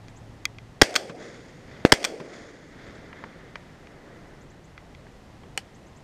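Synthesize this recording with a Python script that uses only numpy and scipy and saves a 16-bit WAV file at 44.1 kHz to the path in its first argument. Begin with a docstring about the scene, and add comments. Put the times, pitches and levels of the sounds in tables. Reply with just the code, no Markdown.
"""Clay shooting in an open field edged by woods, from a small cased camera worn by the shooter.
A far engine drones in the breeze and a small bird chirps. Close to the microphone the safety clicks,
then a self-loading shotgun fires and cycles. A neighbour fires from the side just before its second shot.
Each report overloads the microphone, ducks the gain and rolls back from the field and the tree lines.
The engine fades, handling knocks ring the camera's case, the bird chirps on, and a sharp crack follows."""
import sys
import numpy as np
from scipy import signal
from scipy.fft import rfft, irfft
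from scipy.io import wavfile
from scipy.ndimage import uniform_filter1d

SR = 44100
rng = np.random.default_rng(int(sys.argv[2]) if len(sys.argv) > 2 else 0)


def output_pcm(signal):
    """Save a mono or channel-first signal as 16-bit PCM at the path in sys.argv[1].

    Samples are clipped to [-1, 1] before scaling.
    """
    pcm = np.clip(np.atleast_2d(signal).T, -1, 1) * 32767
    wavfile.write(sys.argv[1], SR, np.round(pcm).astype(np.int16))


N = 266099


def undb(db):
    """Decibels to gain."""
    return 10 ** (np.asarray(db) / 20)


def clock(size):
    """Time in seconds for a run of samples."""
    return np.arange(size) / SR


def fade(t, t60):
    """Exponential decay that loses 60 dB in t60 seconds; flat before t = 0."""
    return np.exp(-np.log(1000) * np.maximum(t, 0) / t60)


def add(out, s, x):
    """Mix x into out, starting at s seconds."""
    i = max(int(s * SR), 0)
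    out[i:i + len(x)] += x[:len(out) - i]


def colour(x, points, size=4096):
    """Causal filter through (f/Hz, level/dB) points; it keeps the power of white noise."""
    hz, db = np.transpose(points)
    f = np.maximum(np.fft.rfftfreq(size, 1 / SR), 1)
    gain = undb(np.interp(np.log(f), np.log(hz), db))
    rolloff = np.maximum(f / hz[-1], 1) ** 4
    cepstrum = irfft(np.log(gain / rolloff))
    cepstrum[1:size // 2] *= 2  # fold to minimum phase
    cepstrum[size // 2 + 1:] = 0
    response = irfft(np.exp(rfft(cepstrum)))
    return signal.fftconvolve(x, response / np.linalg.norm(response))[:len(x)]


def dull(x, hz):
    """Distance or a soft contact takes the treble away."""
    return signal.sosfilt(signal.butter(2, min(hz, SR / 2 - 1), fs=SR, output="sos"), x)


def walk(rate):
    """Random drift with a spread near 1, turning rate times a second."""
    knots = np.arange(0, N / SR + 1, 1 / rate)
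    return np.interp(clock(N), knots, rng.standard_normal(len(knots)))


def burst(points, t60, hold=0., size=8192):
    """A short dying rush of pressure with the given colour."""
    return colour(rng.choice([-1., 1.], size) * fade(clock(size) - hold, t60), points)


def ring(modes, size=8192):
    """Struck modes; each blow shares its energy a little differently, and small parts radiate no bass."""
    t = clock(size)
    swing = np.zeros(size)
    for k, (hz, db, t60) in enumerate(modes):
        swing += (-1) ** k * undb(db + rng.normal()) * np.sin(2 * np.pi * hz * t) * fade(t, t60)
    lowest_hz = modes[0][0]
    return signal.sosfilt(signal.butter(2, .8 * lowest_hz, "high", fs=SR, output="sos"), swing)


def reflections(points):
    """Countless small echoes of uneven strength."""
    strength = undb(2 * walk(rate=230) + walk(rate=30))
    return colour(rng.standard_normal(N) * strength, points)


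# spectrum of the open field's distant hiss: f/Hz, level/dB
AIR_COLOUR = [(12, -30), (20, -4.5), (150, -3), (328, -10.5), (698, -13.5), (1480, -22.5), (2020, -20),
              (2200, -25), (2600, -26), (6720, -34.5), (14300, -51), (16000, -62)]
def open_air():
    """Steady distant hiss and a breeze that flutters in the bass."""
    hiss = undb(-49 + .5 * walk(rate=3.5)) * colour(rng.standard_normal(N), AIR_COLOUR)
    breeze_colour = [(15, -17), (50, -5), (180, -4), (400, -14), (2000, -49.5), (8000, -84)]
    breeze = undb(-57.5 + 2.5 * walk(rate=6)) * colour(rng.standard_normal(N), breeze_colour)
    return hiss + breeze


def far_engine(start_hz=107.4, rise_hz_per_s=7.5, hold_s=.81, fade_db_per_s=13):
    """A distant engine speeds up steadily; its drone holds, then dies away."""
    t = clock(N)
    hz = start_hz + rise_hz_per_s * t
    db = -49.5 - fade_db_per_s * np.maximum(t - hold_s, 0) + 1.5 * walk(rate=8)
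    return np.sqrt(2) * undb(db) * np.sin(2 * np.pi * np.cumsum(hz) / SR)


# a small bird off in the foliage: t/s, level/dB
CHIRPS = [(0.076, -56), (0.157, -49.5), (2.67, -59), (2.855, -59), (2.945, -58), (4.408, -57),
          (4.495, -56.5), (4.637, -56), (5.741, -55), (5.861, -56), (5.957, -53.5)]
def bird(start_hz=5350, end_hz=8250, length_s=.027, attack_s=.0059):
    """Chirps in twos and threes, each an upward sweep that levels off, smeared by the leaves."""
    out, t = np.zeros(N), clock(4096)
    remaining = np.maximum(1 - t / length_s, 0)
    sweep = end_hz - (end_hz - start_hz) * remaining ** 1.45
    envelope = np.minimum(t / attack_s, 1) * np.sqrt(remaining)
    for s, db in CHIRPS:
        hz = sweep * (1 + .013 * rng.normal())
        chirp = envelope * np.sin(2 * np.pi * np.cumsum(hz) / SR)
        foliage = rng.standard_normal(len(t)) * fade(t, t60=.06)
        smear = signal.fftconvolve(chirp, foliage / np.linalg.norm(foliage))[:len(t)]
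        add(out, s, undb(db) * (chirp + undb(1.5) * smear) / 2)
    return out


# spectra of the leafy hiss and the boom from the woods: f/Hz, level/dB
LEAF_COLOUR = [(400, -14.5), (900, -7.5), (1300, 1.5), (2050, 5.5), (2800, -13), (3450, -2.5), (4000, -9),
               (4700, -6.5), (5900, -10.5), (6900, -6.5), (7700, -20.5), (8700, -20), (10500, -31.5),
               (14000, -48.5)]
BOOM_COLOUR = [(60, -18), (150, -3), (280, -2.5), (550, -5), (850, -15), (1500, -24), (4000, -45.5),
               (10000, -65.5)]
# echoes from the tree lines, nearest first: delay/s, level/dB, t60/s
TREE_LINES = [(.41, -44, 1.235), (.97, -54.5, 1.5), (1.35, -56, 4.0), (2.25, -56.5, 2.7)]
def woods():
    """Each tree line answers with a boom and a hiss, softer-edged and duller the further off it stands."""
    out, t = np.zeros(N), clock(N)
    leaves, boom = reflections(LEAF_COLOUR), reflections(BOOM_COLOUR)
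    for delay, db, t60 in TREE_LINES:
        swell_s, treble_hz = .11 * delay, 5200 / delay ** 1.45
        arrival = np.exp(-(np.minimum(t - delay, 0) / swell_s) ** 2) * fade(t - delay, t60)
        out += undb(db) * arrival * (dull(leaves, treble_hz) + undb(1) * boom)
    return out


# bands of the roll across the field: f/Hz, level/dB
ROLL_BANDS = [(610, -27), (450, -24.5), (283, -31)]
def roll():
    """The field's roll sinks in pitch: lower bands come from further off, swell later and last longer."""
    out, t = np.zeros(N), clock(N)
    for hz, db in ROLL_BANDS:
        depth = 450 / hz
        swell_s, t60 = .068 * depth ** 1.5, 1.275 * depth ** .49
        swell = (1 - np.exp(-t / swell_s)) ** 2
        band = [(hz / 4, -40), (hz / 1.9, -12), (hz, 0), (hz * 1.2, -2), (hz * 1.6, -18), (hz * 5, -50)]
        out += undb(db) * swell * fade(t, t60) * reflections(band)
    return out


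def spreading(t):
    """Scatter from the ground around a gun weakens with the distance it travels."""
    onset = (1 - np.exp(-t / .008)) ** 2
    return onset * (1 + t / .0097) ** -1.25 * fade(t, t60=3.5)


# spectra off the nearby ground and off one hard surface across the field: f/Hz, level/dB
SCATTER_COLOUR = [(47, -66), (80, -33), (146, -29.5), (190, -11.5), (222, -6.5), (615, -2), (1050, -15.5),
                  (2080, -4.5), (3320, -14.5), (4050, -17.5), (4730, -10.5), (7530, -20.5), (8600, -21.5),
                  (14600, -44), (16000, -55)]
SLAP_COLOUR = [(70, -10), (160, 6), (450, 1), (800, -12), (1300, -7.5), (3000, -17.5), (7000, -31)]
def field_echoes(slap_delay_s=.2803):
    """Field and woods return every report; the shooter's own also scatter nearby and slap back once."""
    out = np.zeros(N)
    s, _, echo_db = NEIGHBOUR_SHOT
    add(out, s, undb(echo_db) * (roll() + woods()))
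    for s, _, _, echo_db, *_ in OWN_SHOTS:
        scatter = undb(-6.5) * spreading(clock(N)) * reflections(SCATTER_COLOUR)
        add(out, s, undb(echo_db) * (scatter + roll() + woods()))
        slap = burst(SLAP_COLOUR, t60=.082, hold=.0022)
        add(out, s + slap_delay_s, undb(echo_db - 27) * slap)
    return out


# spectrum of a dull bump: f/Hz, level/dB
KNOCK_COLOUR = [(150, -21), (450, -9), (720, -4), (1000, -2), (2200, -1), (3600, -17.5), (5500, -14),
                (9000, -25)]
# ring of the camera's case around the microphone: f/Hz, level/dB, t60/s
CASE_MODES = [(480, -13, 0.027), (922, -1.5, 0.036), (1070, -11, 0.012), (1510, -21, .016),
              (2020, -2, .022), (2480, -2.5, 0.015), (3100, -1, 0.01), (4770, -6, 0.0089)]
# knocks that ring the camera's case, the first while the second shot still echoes: t/s, level/dB, treble
# limit/Hz
KNOCKS = [(2.260, -35, 2500), (3.129, -32, 2300), (3.2387, -26.5, 2110), (3.556, -27.5, 4500),
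          (5.068, -39.5, 1200), (5.435, -40.5, 2800)]
def knocks():
    """Short knocks ring the camera's case, the first while the second shot still echoes."""
    out = np.zeros(N)
    for s, db, treble_hz in KNOCKS:
        bump = undb(-5) * burst(KNOCK_COLOUR, t60=.015, hold=.0023)
        tail = undb(-18.5) * burst(KNOCK_COLOUR, t60=.085)
        case_ring = undb(-5) * ring(CASE_MODES)
        add(out, s, undb(db) * dull(bump + tail + case_ring, treble_hz))
    return out


# spectrum of the last crack: f/Hz, level/dB
CRACK_COLOUR = [(150, -32), (450, -2), (790, -5.5), (1150, -6), (1600, -1), (2200, -2.5), (3100, 2.5),
                (3750, -12.5), (4500, -2), (6700, -10.5), (8500, -9.5), (11000, -20), (15000, -29)]
# its ring: f/Hz, level/dB, t60/s
CRACK_MODES = [(793, -8.5, 0.059), (1230, -6, .013), (1560, -5, .016), (2040, -6, 0.024), (2470, -2, .012),
               (2980, 0, 0.026), (3340, -3, .02), (4420, 3.5, 0.0094), (5000, -5, 0.0081),
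               (6730, -3, 0.022), (8400, -4, 0.01)]
# the crack and its rebound: t/s, level/dB
CRACKS = [(5.5760, -17), (5.5783, -24.5)]
def last_crack():
    """A dry snap with a brief ring."""
    out = np.zeros(N)
    for s, db in CRACKS:
        snap = burst(CRACK_COLOUR, t60=.0057, hold=.00056)
        tail = undb(-20) * burst(CRACK_COLOUR, t60=.096)
        add(out, s, undb(db) * (snap + tail + undb(-8) * ring(CRACK_MODES)))
    return out


# ring of barrel and receiver: f/Hz, level/dB, t60/s
STEEL_MODES = [(1160, -15.5, 0.013), (1620, -7, .016), (2040, 0, 0.027), (2420, 1.5, .016),
               (3300, -2.5, .022), (3700, -5, .013), (4510, -1, .012), (5030, -6, .014),
               (5600, -1.5, 0.0087), (6530, 1, 0.0076), (8600, -12.5, .008)]
# spectrum of a small tick: f/Hz, level/dB
TICK_COLOUR = [(150, -46), (500, -30), (850, -20), (1200, 6), (2400, -6), (6500, -24), (9000, -17.5),
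               (15000, -20)]
# the safety and other clicks of the gun in the hands: t/s, level/dB, treble limit/Hz
CLICKS = [(0.083, -43.5, 8000), (0.454, -16, 16000), (0.585, -33.5, 3200), (3.871, -43, 3500),
          (4.778, -35, 2600), (4.949, -40, 3200)]
def gun_clicks():
    """Small parts tick within arm's reach and ring the steel."""
    out = np.zeros(N)
    for s, db, treble_hz in CLICKS:
        click = undb(-3) * ring(STEEL_MODES) + undb(1) * burst(TICK_COLOUR, t60=.0055)
        add(out, s, undb(db) * dull(click, treble_hz))
    return out


def bolt_blows(loose_t60=.031, locked_t60=.026):
    """Each shot throws the bolt back and the spring returns it; yields t/s, level/dB, t60/s."""
    for s, _, _, _, trip_s, slam_db in OWN_SHOTS:
        return_s = s + trip_s
        yield s + .0173, -10, loose_t60  # bolt hits its rear stop
        yield return_s - .013, slam_db - 21, loose_t60  # a fresh shell is lifted
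        yield return_s, slam_db - 6, loose_t60  # first contact
        yield return_s + .0063, slam_db, locked_t60  # bolt slams and locks


# spectrum of the bolt's clack, close up: f/Hz, level/dB
BOLT_COLOUR = [(120, -45.5), (200, -16), (933, -11), (1270, -1.5), (2050, -2), (2800, -9), (3370, 1),
               (3760, -14), (4430, -3.5), (7830, -14), (8420, -9), (9750, -27), (13600, -26), (15100, -40),
               (16000, -68)]
def bolt_cycle(grind_s=.002):
    """Each blow grinds before it seats and rings the receiver; the ground scatters the clack briefly."""
    out, t = np.zeros(N), clock(8192)
    for s, db, t60 in bolt_blows():
        clack = burst(BOLT_COLOUR, t60) + undb(-9) * ring(STEEL_MODES)
        seating = 1 - fade(t, grind_s)
        scatter = undb(-26) * (1 - fade(t, .03)) * burst(BOLT_COLOUR, t60=.27)
        add(out, s, undb(db) * (seating * clack + scatter))
    return out


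# spectrum of the wake behind the neighbour's blast: f/Hz, level/dB
WAKE_COLOUR = [(80, -15.5), (300, -3), (600, 2.5), (1100, -13), (2100, -9), (3000, -23.5), (5000, -22),
               (8500, -27.5), (12000, -41)]
# the shot from the side: t/s, blast level/dB, echo level/dB
NEIGHBOUR_SHOT = (1.8515, 7.6, -2.8)
def neighbour_gun():
    """From the side only the blast arrives, a single deep swing with a ragged edge and a dull wake."""
    s, blast_db, _ = NEIGHBOUR_SHOT
    out = undb(blast_db) * n_wave(s, width_s=.00044)
    ragged_edge = burst(BLAST_COLOUR, t60=.006, hold=.0016)
    add(out, s - .0009, undb(blast_db - 15) * ragged_edge)
    long_wake = reflections(WAKE_COLOUR) * spreading(clock(N))
    add(out, s, undb(blast_db - 16) * long_wake)
    early_wake = dull(burst(WAKE_COLOUR, t60=.02, hold=.008), hz=4500)  # dulled over the grass
    add(out, s + .003, undb(blast_db - 22) * early_wake)
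    return out


def n_wave(s, width_s):
    """A blast's single swing of pressure, centred on s seconds."""
    u = (clock(N) - s) / width_s
    return u * np.exp((1 - u ** 2) / 2)


# spectra of the shock through the gun and of the muzzle blast: f/Hz, level/dB
SHOCK_COLOUR = [(150, -25.5), (350, -9.5), (700, -6), (1350, -4.5), (2000, 6.5), (2750, -7), (3350, 2.5),
                (4000, -9), (5300, 1), (6500, -15), (8700, -13), (10500, -35), (15000, -29.5)]
BLAST_COLOUR = [(60, -11), (350, 0), (800, 5.5), (1100, -2), (1650, -1), (2600, -6.5), (4000, -7.5),
                (6500, -15), (15000, -36)]
# shots beside the microphone: t/s, shock/dB, blast/dB, echo/dB, bolt's round trip/s, bolt's slam/dB
OWN_SHOTS = [(0.8150, -3, 0.5, 2, .1394, -0.5), (1.92, 6, 3, 1, .1222, -2.5)]
def own_gun():
    """The shock through the stock arrives first, then the muzzle blast, its suction and a ground bounce."""
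    out, t = np.zeros(N), clock(8192)
    chamber_rise = 1 - fade(t, .0035)  # pressure takes a moment to build
    suction = dull(-(1 - t / .0032) * fade(t, .021), hz=1502)
    ground_bounce = np.exp(-((t - .0123) / .00045) ** 2)
    for s, shock_db, blast_db, *_ in OWN_SHOTS:
        add(out, s, undb(shock_db) * chamber_rise * burst(SHOCK_COLOUR, t60=.015, hold=.0053))
        add(out, s + .0038, undb(blast_db + 1.5) * burst(BLAST_COLOUR, t60=.006, hold=.0024))
        out += undb(blast_db + 3) * n_wave(s + .0047, width_s=.0004)
        add(out, s + .0057, undb(blast_db - 2) * suction)
        add(out, s, undb(blast_db - .5) * ground_bounce)
    return out


def scene():
    """Everything that reaches the microphone on the shooter, in mono."""
    shooting = own_gun() + neighbour_gun() + bolt_cycle() + gun_clicks() + field_echoes()
    return (shooting + knocks() + last_crack() + bird() + open_air() + far_engine())[None]


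def gain_control(x, threshold_db, release_db_per_s, attack_s):
    """A detector that saturates at full scale ducks the gain after a loud sound and lets it creep back."""
    power = uniform_filter1d(np.clip(x, -1, 1) ** 2, size=100, origin=49)
    over_db = np.maximum(10 * np.log10(np.abs(power) + 1e-12) - threshold_db, 0)
    creep_db = release_db_per_s * clock(N)
    held_db = np.maximum.accumulate(over_db + creep_db) - creep_db
    pole = np.exp(-1 / (attack_s * SR))
    return x * undb(-signal.lfilter([1 - pole], [1, -pole], held_db))


def record(dry, top_hz=15500):
    """The camera ducks, clips near full scale and cuts the top."""
    ducked = gain_control(dry[0], threshold_db=-12, release_db_per_s=13.5, attack_s=.0091)
    clipped = np.clip(ducked, -.95, .95)
    top_cut = signal.ellip(8, .1, 50, top_hz, fs=SR, output="sos")
    return signal.sosfiltfilt(top_cut, clipped)[None]


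dry = scene()
out = record(dry)
output_pcm(out)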